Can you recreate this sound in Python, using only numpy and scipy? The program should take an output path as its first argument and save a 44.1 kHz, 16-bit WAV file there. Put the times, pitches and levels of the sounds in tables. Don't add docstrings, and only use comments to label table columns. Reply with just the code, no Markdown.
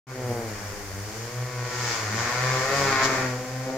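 import sys
import numpy as np
from scipy import signal
from scipy.fft import rfft, irfft, next_fast_len
from scipy.io import wavfile
from scipy.ndimage import uniform_filter1d, map_coordinates

SR = 44100
rng = np.random.default_rng(int(sys.argv[2]) if len(sys.argv) > 2 else 0)


def log_audio(samples):
    frames = np.atleast_2d(samples).T
    limited = np.clip(frames, -1, 1)
    pcm = np.round(limited * 32767).astype(np.int16)
    wavfile.write(sys.argv[1], SR, pcm)


N = 166257
T = np.arange(N) / SR
N_FFT = next_fast_len(N + 8192)
LOG_HZ = np.log(np.maximum(np.arange(N_FFT // 2 + 1) * SR / N_FFT, 1))

# time_s, buzz_db, slap_db, tip_hiss_db, top_hiss_db
FADERS = [(0.1, -41.5, -44, -52, -58.5), (0.31, -34.5, -46, -44.5, -49.5), (0.58, -42.5, -50, -46.5, -52),
          (1.0, -45, -47.5, -46, -51), (1.15, -43.5, -48.5, -44.5, -51), (1.6, -40.5, -37.5, -43.5, -54),
          (1.92, -38.5, -27.5, -34, -48), (2.08, -39, -30.5, -38.5, -51), (2.14, -33.5, -30, -37.5, -50),
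          (2.2, -41.5, -27, -34.5, -50), (2.32, -38.5, -27, -37, -49.5), (2.68, -31.5, -27, -36.5, -48.5),
          (2.72, -28, -23, -36, -48), (2.78, -28, -24.5, -32.5, -45), (3.01, -35.5, -20.5, -39.5, -50.5),
          (3.05, -33, -21, -35, -44), (3.08, -33.5, -26.5, -38.5, -50), (3.2, -34, -31, -39.5, -50),
          (3.28, -35.5, -34, -40, -52), (3.37, -38, -43, -42.5, -53.5), (3.64, -41, -41, -45, -54),
          (3.67, -35, -42, -45, -55), (3.77, -35.5, -41, -47, -56)]
# freq_hz, gain_db
TIP_EQ = [(2000, -22), (2900, -6), (3800, -8.5), (4800, -2), (7200, -2.5), (8000, -15.5), (9000, -52),
          (11000, -47)]


def amp(db):
    return 10 ** (np.asarray(db) / 20)


def curve(table, col=1):
    points = np.array(table, float)
    return np.interp(T, points[:, 0], points[:, col])


def over_hz(table):
    points = np.array(table, float)
    return np.interp(LOG_HZ, np.log(points[:, 0]), points[:, 1])


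def colour(x, eq, lo_hz, hi_hz):
    cepstrum = irfft(over_hz(eq) * np.log(10) / 20, N_FFT)
    cepstrum[1:N_FFT // 2] *= 2
    cepstrum[N_FFT // 2 + 1:] = 0
    spectrum = rfft(x, N_FFT) * np.exp(rfft(cepstrum))
    band = spectrum[..., int(lo_hz * N_FFT / SR):int(hi_hz * N_FFT / SR)]
    rms = np.sqrt(2 * np.mean(np.sum(abs(band) ** 2, -1)) / N_FFT / N)
    return irfft(spectrum, N_FFT)[..., :N] / rms


def wander(rate_hz):
    hold = int(SR / rate_hz)
    steps = np.repeat(rng.standard_normal(N // hold + 1), hold)
    return 1.302 * uniform_filter1d(uniform_filter1d(steps, hold), hold)[:N]


def blade_clicks(passes, gain, mic_lag_s, jitter_s=.00004, scatter_db=1.5):
    count = np.arange(np.ceil(passes[0]), passes[-1])
    chance = rng.standard_normal((600, 2))[:len(count)]
    at_s = np.interp(count, passes, T) + jitter_s * chance[:, 0]
    size = amp(scatter_db * chance[:, 1]) * np.interp(at_s, T, gain)
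    clicks = np.zeros((2, N))
    for ch in range(2):
        centre = (at_s[:, None] + mic_lag_s * (ch - .5)) * SR
        taps = np.floor(centre) + np.arange(-7, 9)
        offset = taps - centre
        pulses = size[:, None] * np.sinc(offset) * np.cos(np.pi * offset / 16) ** 2
        np.add.at(clicks[ch], np.clip(taps, 0, N - 1).astype(int), pulses)
    return clicks


def rotors(speed_spread=.004, puff_decay_passes=1):
    # time_s, blade_pass_hz
    lead_speed = [(0.08, 130.8), (0.2, 127.7), (0.3, 121.4), (0.44, 115.5), (0.55, 103.0), (0.63, 102.2),
                  (0.78, 103.7), (0.93, 96.3), (0.98, 98.9), (1.17, 114.0), (1.33, 122.4), (1.44, 125.5),
                  (1.6, 123.6), (1.78, 124.1), (1.86, 121.7), (1.97, 114.4), (2.1, 104.5), (2.2, 114.8),
                  (2.32, 120.7), (2.46, 127.4), (2.62, 128.7), (2.77, 139.3), (2.85, 136.6), (2.99, 131.8),
                  (3.15, 130.5), (3.3, 125.7), (3.5, 128.7), (3.77, 132.4)]
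    # time_s, passes_behind, level_db
    slip = [(-.05, -.5, -4), (.16, .5, -5), (.40, 1.5, -4), (.60, 2.5, -3), (.753, 3.5, 0), (1.139, 4.5, 0),
            (1.308, 5.5, -1), (1.51, 6.5, -5), (1.715, 7.5, 0), (1.959, 8.5, -2), (2.12, 9.1, -3),
            (2.302, 8.5, -1), (2.685, 7.5, -3), (2.99, 6.5, -4), (3.141, 5.5, -1), (3.29, 4.9, -2),
            (3.457, 5.5, -.5), (3.716, 6.5, -2), (3.95, 7.5, -2)]
    # time_s, blade_pass_hz, level_db
    slow = [(.05, 125, -13), (.3, 102, -4), (.5, 114, -1), (.7, 58, -36), (2.05, 92, -20), (2.2, 96, -1),
            (2.4, 78, -29), (2.65, 114, -16), (2.8, 91, -5.5), (2.92, 109, -0.5), (3.05, 109, -3),
            (3.17, 130, -2), (3.27, 82, -13), (3.4, 95, -52)]
    # time_s, level_db
    hum_fader = [(.1, -37), (.31, -31.5), (.5, -35.5), (.68, -38.5), (.85, -45), (1.05, -35.5), (1.22, -40),
                 (1.42, -30), (1.85, -35.5), (2.15, -35), (2.45, -29.5), (2.85, -34.5), (3.05, -37.5),
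                 (3.3, -34), (3.65, -35)]
    # pair_index, buzz_db, slap_db
    balance = [(0, 0, 0), (0, -2, -3), (1, -1, -6), (1, -3, -8), (2, -1, -9), (2, -6, -12)]
    lead_hz = curve(lead_speed)
    lead = np.cumsum(lead_hz) / SR
    pairs = [(lead, np.ones(N)),
             (lead - uniform_filter1d(curve(slip), SR // 10), amp(curve(slip, 2))),
             (np.cumsum(curve(slow)) / SR, amp(curve(slow, 2)))]
    hum = sum(gain * np.cos(2 * np.pi * phase) for phase, gain in pairs) * amp(curve(hum_fader))
    buzz, slap, puffs = 0, 0, 0
    for k, (pair, buzz_db, slap_db) in enumerate(balance):
        phase, gain = pairs[int(pair)]
        passes = phase + rng.random()
        drift = np.cumsum(speed_spread * wander(4) * lead_hz) / SR
        passes += k % 2 * drift
        wobble = amp(2 * wander(5.124))
        clicks = blade_clicks(passes, gain * wobble, mic_lag_s=.00014 * rng.standard_normal())
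        buzz -= amp(buzz_db) * clicks
        slap -= amp(slap_db) * clicks
        puffs += gain ** 2 * np.exp(-(passes % 1) / puff_decay_passes)
    return hum, buzz, slap, puffs


def blade_buzz(clicks, shelf_hz=323, trim_db=2):
    # freq_hz, gain_db
    buzz_eq = [(150, -28.5), (190, 3), (260, -2), (340, -1), (480, 3), (600, -3.5), (800, -4.5),
               (1200, -27), (2000, -52.5)]
    # time_s, gain_db
    shelf = [(.9, -2), (1.15, 0), (1.5, -5), (1.95, -10.5), (2.15, 1.5), (2.5, -10), (2.8, -1), (3.5, 3)]
    buzz = colour(clicks, buzz_eq, 200, 700) * amp(curve(FADERS, 1) + trim_db)
    lows = signal.sosfiltfilt(signal.butter(2, shelf_hz, fs=SR, output="sos"), buzz)
    return buzz + (amp(curve(shelf)) - 1) * lows


def blade_slap(clicks, trim_db=-2, echo_s=.0027, echo_skew_s=.0001, echo_db=-5.5):
    # freq_hz, gain_db
    slap_eq = [(400, -28.5), (700, -5.5), (900, 1), (1090, 1), (1270, 2.5), (1450, -0.5), (1900, 0.5),
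               (2400, -3.5), (2900, -19), (4800, -10), (7000, -36), (8200, -46)]
    crack_s, crack_width_s, crack_db = 3.047, .02, -30
    crack = amp(crack_db) * np.exp(-((T - crack_s) / crack_width_s) ** 2)
    slap = colour(clicks, slap_eq, 800, 2400) * amp(curve(FADERS, 2) + trim_db)
    slap += colour(clicks, TIP_EQ, 3980, 5600) * crack
    echo = np.array([map_coordinates(slap[ch], [(T - echo_s - ch * echo_skew_s) * SR]) for ch in (0, 1)])
    return (slap + echo * amp(echo_db)) / np.sqrt(1 + amp(2 * echo_db))


def rotor_air(puffs, puff_depth=.49):
    # freq_hz, left_right_likeness (clipped to 0-1)
    image = [(60, 4), (130, 10), (290, 1.9), (640, 0.5), (1410, 0.46), (3100, 0.34), (6820, -0.39),
             (15000, -0.76)]
    # time_s, level_db
    rush_fader = [(.1, -48.5), (.3, -41), (.9, -44.5), (1.5, -43), (1.9, -39), (2.1, -35.5), (2.6, -34.5),
                  (2.95, -37), (3.12, -33.5), (3.25, -32), (3.4, -40.5), (3.77, -46)]
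    # freq_hz, gain_db
    rush_eq = [(150, -6), (300, -3.5), (700, -1), (1900, 1.5), (2400, -3), (2900, -36.5), (4000, -18),
               (6000, -51)]
    pulsing = 1 - puff_depth + puff_depth * puffs / uniform_filter1d(puffs, SR // 10)
    mid, side = rfft(pulsing * rng.standard_normal((2, N)), N_FFT)
    likeness = np.clip(over_hz(image), 0, 1)
    mid *= np.sqrt(1 + likeness)
    side *= np.sqrt(1 - likeness)
    air = irfft([mid + side, mid - side], N_FFT)[:, :N]
    flutter = amp(wander(8.14))
    tip_hiss = colour(air, TIP_EQ, 4630, 6770) * amp(curve(FADERS, 3))
    rush = colour(air, rush_eq, 800, 2400) * amp(curve(rush_fader))
    top_hiss = colour(air, over_top_eq(), 9000, 15000) * amp(curve(FADERS, 4))
    return (tip_hiss + rush) * flutter + top_hiss


def over_top_eq():
    # freq_hz, gain_db
    top_eq = [(6000, -56), (8200, 4), (10000, -0.5), (14800, -0.5), (16000, -11)]
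    return top_eq


def wind_rumble(gust_db=3, left_bias_db=8):
    # time_s, level_db
    breeze = [(0.1, -73), (0.12, -55.5), (0.55, -42.5), (1.94, -64), (2.92, -53), (3.07, -61), (3.57, -54),
              (3.68, -59), (3.77, -63)]
    # freq_hz, gain_db
    rumble_eq = [(10, -10), (30, 1), (45, -5), (68, 3.5), (90, -13), (200, -19), (400, -78)]
    gusts = gust_db * np.array([wander(4.4), wander(5.0)])
    level_db = curve(breeze) + gusts + np.array([[.5], [-.5]]) * left_bias_db
    return colour(rng.standard_normal((2, N)), rumble_eq, 15, 75) * amp(level_db)


def scene():
    hum, buzz_clicks, slap_clicks, puffs = rotors()
    return hum + blade_buzz(buzz_clicks) + blade_slap(slap_clicks) + rotor_air(puffs) + wind_rumble()


def record(dry):
    # freq_hz, left_minus_right_db
    lean = [(60, 1.0), (110, 0.5), (200, 0.5), (380, 1.0), (700, 1.0), (1290, 3.0), (2380, 2.5),
            (4400, 3.5), (8120, -1.0), (15000, 4.5)]
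    start_s, fade_s, fade_from, cutoff_hz = .069, .043, .2, 15800
    mic_gain = amp(over_hz(lean) * np.array([[.5], [-.5]]))
    mics = irfft(rfft(dry, N_FFT) * mic_gain, N_FFT)[:, :N]
    fade_in = (T > start_s) * np.clip(fade_from + (T - start_s) / fade_s, 0, 1)
    return signal.sosfilt(signal.ellip(10, .2, 80, cutoff_hz, fs=SR, output="sos"), mics * fade_in)


dry = scene()
out = record(dry)
log_audio(out)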